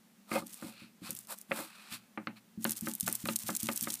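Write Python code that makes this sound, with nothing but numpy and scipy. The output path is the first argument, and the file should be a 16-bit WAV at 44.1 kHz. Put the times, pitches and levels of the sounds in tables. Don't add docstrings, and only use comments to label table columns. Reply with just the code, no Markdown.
import sys
import numpy as np
from scipy import signal
from scipy.fft import rfft, irfft
from scipy.io import wavfile

SR = 44100
rng = np.random.default_rng(int(sys.argv[2]) if len(sys.argv) > 2 else 0)


def generate_wav(sig):
    pcm = np.round(np.clip(np.atleast_2d(sig).T, -1, 1) * 32767).astype(np.int16)
    wavfile.write(sys.argv[1], SR, pcm)


N = 176400

# t/s, half length/s, level/dB
DRAGS = [(0.525, 0.044, -48.5), (1.152, 0.06, -48.5), (1.394, 0.029, -53), (2.65, 0.026, -48),
         (2.709, 0.018, -37.5), (2.776, 0.016, -43.5), (2.872, 0.039, -40.5), (2.998, 0.038, -49.5),
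         (3.086, 0.024, -40.5), (3.142, .021, -40.5), (3.205, 0.02, -44), (3.301, 0.035, -37.5),
         (3.418, 0.019, -41), (3.49, 0.022, -36.5), (3.546, 0.013, -40.5), (3.641, .038, -40),
         (3.699, 0.021, -43), (3.768, 0.025, -41), (3.84, .027, -40), (3.93, 0.044, -41.5)]
# f/Hz, level/dB
CLOTH_TONE = [(300, -16), (1000, -3), (2000, -2.5), (3000, -4), (5000, -8), (6500, -6), (9000, -1.5),
              (12000, -3.5), (14000, -2), (16000, -3.5)]
RASP_BANDS = [5470, 7400, 14600]
FLUTTERS_PER_S = 200


def scrubbing():
    pressure = sum(undb(db) * swell(at, width, width) for at, width, db in DRAGS)
    fibres = np.zeros(N)
    for hz in RASP_BANDS:
        catches = slips(per_s=1500, spread_db=3.3)
        fibres += colour(catches, around(hz, CLOTH_TONE, octaves=0.77))
    bunches = undb(6.5 * np.minimum(wander(FLUTTERS_PER_S), 2))
    rasp = undb(-2) * unit(fibres * bunches)
    weave = undb(-9.5) * noise(CLOTH_TONE)
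    return pressure * (rasp + weave)


# t/s, level/dB
THREAD_SNAPS = [(.469,-31.5),(0.5428,-27.5),(1.1068,-21),(1.151,-26),(1.173,-32.5),(1.1891,-26.5),(1.2715,-33.5),(1.3867,-33),(1.4142,-30.5),(2.644,-17),(2.695,-20.5),(2.708,-17),(2.7198,-18.5),(2.7702,-28),(2.81,-23),(2.886,-24.5),(2.8966,-26.5),(2.937,-23.5),(2.952,-22),(2.9999,-19.5),(3.0083,-13),(3.079,-13.5),(3.0885,-20),(3.1267,-16),(3.1531,-15),(3.255,-24),(3.2737,-24),(3.359,-14),(3.3626,-14.5),(3.3891,-23.5),(3.473,-24.5),(3.5514,-20.5),(3.565,-18),(3.569,-19),(3.6025,-20),(3.631,-19),(3.733,-23.5),(3.76,-19.5),(3.764,-22),(3.7759,-15.5),(3.81,-18),(3.8276,-16),(3.836,-19),(3.922,-21.5),(3.9406,-19.5)]


def thread_snaps():
    out, t = np.zeros(N), np.arange(SR // 20) / SR
    rustle = undb(-9.5) * np.exp(-t / 0.0012)
    echo = undb(-30) * np.exp(-t / 0.011)
    age = t / 0.000055
    for at, db in THREAD_SNAPS:
        hz = 10020 * 2 ** (0.23 * rng.standard_normal())
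        click = age * np.exp(1 - age) * np.sin(2 * np.pi * hz * t)
        tail = (rustle + echo) * noise(around(hz, CLOTH_TONE, octaves=1), len(t))
        add(out, at, undb(db + 2) * (click + tail))
    return highpass(out, hz=2920)


# f/Hz, level/dB, time to fade by 60 dB/s
TABLE_NOTES = [(117.2, -8.5, 0.46), (187.9, -8, 0.25), (224.1, 1.5, 0.24), (313.5, -2.5, 0.17),
               (370, -12, 0.16), (546.7, -0.5, 0.092), (787, -16, 0.14), (866, -12.5, 0.17),
               (1218, 5, 0.043), (1510, -11, 0.02), (2130, 1.5, 0.036), (2440, 2, 0.026)]
# f/Hz, level/dB
THUD_TONE = [(90, -8), (180, 2), (300, -0.5), (430, -17), (700, -29.5)]
# f/Hz, level/dB
CLATTER_TONE = [(300, -57), (550, 4.5), (950, -2), (1350, 3), (2000, -2), (2700, -0.5), (3400, -14),
                (4200, 3), (5500, -31), (12000, -33)]


def table_ring(low_db=0, hard=True):
    t = np.arange(SR // 2) / SR
    notes = []
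    for hz, db, t60 in TABLE_NOTES:
        detune, louder = rng.standard_normal(2)
        notes.append((hz * (1 + 0.02 * np.tanh(detune)), db + 2 * louder, t60))
    thud_shape = fade(t, t60=0.19) * (1 - fade(t, t60=0.014))
    thud = undb(low_db - 0.5) * thud_shape * noise(THUD_TONE, len(t))
    clatter_shape = undb(10.5) * fade(t, t60=0.023) + undb(-4) * fade(t, t60=0.17)
    clatter = clatter_shape * noise(CLATTER_TONE, len(t))
    return ring(notes, low_db) + thud + hard * clatter


# t/s, level/dB, treble cut-off/Hz, bass boost/dB, crack boost/dB
HARD_KNOCKS = [(0.3157, -38.5, 2160, 4, -22), (.359, -38, 1310, 2.5, -18), (.624, -49.5, 1740, 9, -30),
               (1.5112, -40.5, 1560, -1.5, -16), (1.5165, -36, 2970, -5, -6),
               (1.589, -40.5, 1570, -2.5, -24), (2.1751, -40, 2410, 1.5, -32),
               (2.271, -41, 3120, 0.5, -0.5), (2.6517, -38, 3220, 7.5, 5.5), (2.871, -40, 1910, 6.5, -4),
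               (3.0745, -48, 3220, -29, -7), (3.078, -39, 2380, 2, 4.5), (3.2561, -43.5, 2620, -11, 5),
               (3.2873, -39, 3340, 3.5, 6), (3.49, -37, 1900, 2.5, -16), (3.688, -37, 2550, 2.5, 8.5),
               (3.872, -43, 2220, 4, 2.5)]
# f/Hz, level/dB
CRACK_TONE = [(600, -9), (2700, -4.5), (4200, -4), (7000, -43)]
# t/s, level/dB, push length/s
SOFT_BUMPS = [(0.422, -43, 0.0007), (0.642, -39, 0.0029), (0.819, -47.5, 0.0025), (1.018, -42.5, 0.0029),
              (1.093, -41, 0.0022), (1.493, -47, 0.0036), (1.917, -42, 0.0045), (2.575, -34, 0.0037),
              (2.822, -33.5, 0.004), (3.027, -31, 0.0057), (3.239, -30, 0.0042), (3.438, -37, 0.0054),
              (3.631, -31.5, 0.0038), (3.821, -32.5, 0.0047)]


def knocks_and_bumps():
    out, t = np.zeros(N), np.arange(SR // 50) / SR
    for at, db, cutoff_hz, low_db, crack_db in HARD_KNOCKS:
        knock = lowpass(table_ring(low_db), cutoff_hz, order=5)
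        add(out, at, undb(db) * highpass(knock, hz=127))
        crack = undb(crack_db + 6.5) * fade(t, t60=0.01) * noise(CRACK_TONE, len(t))
        add(out, at, undb(db) * lowpass(crack, 2 * cutoff_hz))
    for at, db, length in SOFT_BUMPS:
        push = np.sin(np.pi * np.minimum(t / length, 1)) ** 2
        bump = signal.fftconvolve(table_ring(hard=False), push / push.sum())
        add(out, at, undb(db) * bump)
    return highpass(out, hz=181.4)


# t/s, rise/s, fall/s, level/dB
TOOL_SCRAPES = [(.358, .014, .015, -29.5), (.665, .03, .04, -53), (1.6, .04, .035, -48)]
# f/Hz, level/dB, time to fade by 60 dB/s
SCRAPE_NOTES = [(219, -11, 0.24), (334.6, -4, 0.12), (553, 0, 0.067), (760, 1, 0.036), (888, 0, 0.034),
                (1230, 0.5, 0.02), (1540, -12, 0.017), (2116, -3, 0.049), (2510, -1.5, 0.022)]


def tool_scrapes():
    force = sum(undb(db) * swell(at, rise, fall) for at, rise, fall, db in TOOL_SCRAPES)
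    judder = unit(slips(per_s=2200, spread_db=5))
    body = highpass(ring(SCRAPE_NOTES), hz=218)
    hollow = signal.fftconvolve(force * judder, body / np.linalg.norm(body))[:N]
    grit = undb(-17.5) * force * colour(judder, CLATTER_TONE)
    return hollow + grit


# t/s, rise/s, fall/s, level/dB, rush against hiss/dB, rush middle/Hz, hiss tilt/dB per octave
PALM_SWEEPS = [(0.349, 0.028, 0.038, -42.5, -0.5, 1370, .5), (0.671, 0.074, 0.037, -53, -6, 1900, 1.5),
               (.815, 0.072, 0.043, -64, 7, 3040, -2), (1.07, 0.022, 0.03, -47, -2.5, 1950, -1.5),
               (1.32, 0.019, 0.016, -40, -6, 1360, 5), (1.593, 0.046, 0.042, -43.5, -4.5, 1630, 3.5),
               (1.82, 0.15, 0.12, -60, 3, 2250, -2.5), (1.936, 0.017, 0.023, -45, -1.5, 2550, .5),
               (2.376, 0.01, 0.012, -64.5, 7.5, 2940, 2)]
# f/Hz, level/dB
HISS_TONE = [(1500, -40), (3000, 1.5), (4300, 4.5), (6300, -4), (8000, 2.5), (10500, 0.5), (12500, -2),
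             (15000, -4.5)]
# f/Hz, level/dB
RUSH_TONE = [(100, -27.5), (220, 20), (420, 2), (600, 5.5), (900, -2), (1300, -2.5), (2000, -13.5),
             (2550, -4), (3200, -19), (4200, -8), (7000, -31)]


def palm_sweeps():
    out, grain = np.zeros(N), slips(per_s=5000, spread_db=3)
    for at, rise, fall, db, rush_db, rush_hz, tilt_db in PALM_SWEEPS:
        hiss = colour(grain, [(hz, level + tilt_db * np.log2(hz)) for hz, level in HISS_TONE])
        rush = undb(rush_db) * noise(around(rush_hz, RUSH_TONE, octaves=0.82))
        out += undb(db) * swell(at, rise, fall) * (hiss + rush)
    return out * undb(1.7 * wander(FLUTTERS_PER_S))


# f/Hz, level/dB
ROOM_TONE = [(30, -28), (100, -26), (210, 3.5), (300, -13), (480, -17.5), (2300, -22), (4500, -25.5),
             (15000, -27)]


def room():
    return undb(-63.5) * noise(ROOM_TONE)


def undb(db):
    return 10 ** (np.asarray(db) / 20)


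def unit(x):
    return x / np.sqrt(np.mean(x ** 2))


def colour(x, tone):
    hz, db = np.array(tone).T
    f = np.maximum(np.fft.rfftfreq(len(x), 1 / SR), 1)
    gain = undb(np.interp(np.log(f), np.log(hz), db))
    return unit(irfft(rfft(x) * gain, len(x)))


def noise(tone, samples=N):
    return colour(rng.standard_normal(samples), tone)


def around(middle_hz, tone, octaves):
    return [(hz, db - 4 * (np.log2(hz / middle_hz) / octaves) ** 2) for hz, db in tone]


def slips(per_s, spread_db):
    size = undb(spread_db * np.minimum(rng.exponential(size=N), 4))
    happens = rng.random(N) < per_s / SR
    return happens * size * rng.choice([-1, 1], N)


def wander(per_s):
    steps = np.arange(N) / SR * per_s
    return np.interp(steps, np.arange(N), rng.standard_normal(N))


def swell(at, rise, fall):
    t = np.arange(N) / SR - at
    return np.exp(-0.5 * (t / np.where(t < 0, rise, fall)) ** 2)


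def fade(t, t60):
    return np.exp(-np.log(1000) * t / t60)


def ring(notes, low_db=0):
    t = np.arange(SR // 2) / SR
    return sum(undb(db + low_db * (hz < 450)) * np.sin(2 * np.pi * hz * t) * fade(t, t60)
               for hz, db, t60 in notes)


def lowpass(x, hz, order=3):
    return signal.sosfilt(signal.butter(order, min(hz, SR / 3), fs=SR, output="sos"), x)


def highpass(x, hz):
    return signal.sosfilt(signal.butter(2, hz, "high", fs=SR, output="sos"), x)


def add(out, at, x):
    i = int(at * SR)
    out[i:i + len(x)] += x[:N - i]


def scene():
    mix = knocks_and_bumps() + tool_scrapes() + palm_sweeps() + scrubbing() + thread_snaps() + room()
    return mix[None]


def record(dry):
    top_hz = 15250
    return signal.sosfilt(signal.ellip(10, 0.2, 70, top_hz, fs=SR, output="sos"), dry)


dry = scene()
out = record(dry)
generate_wav(out)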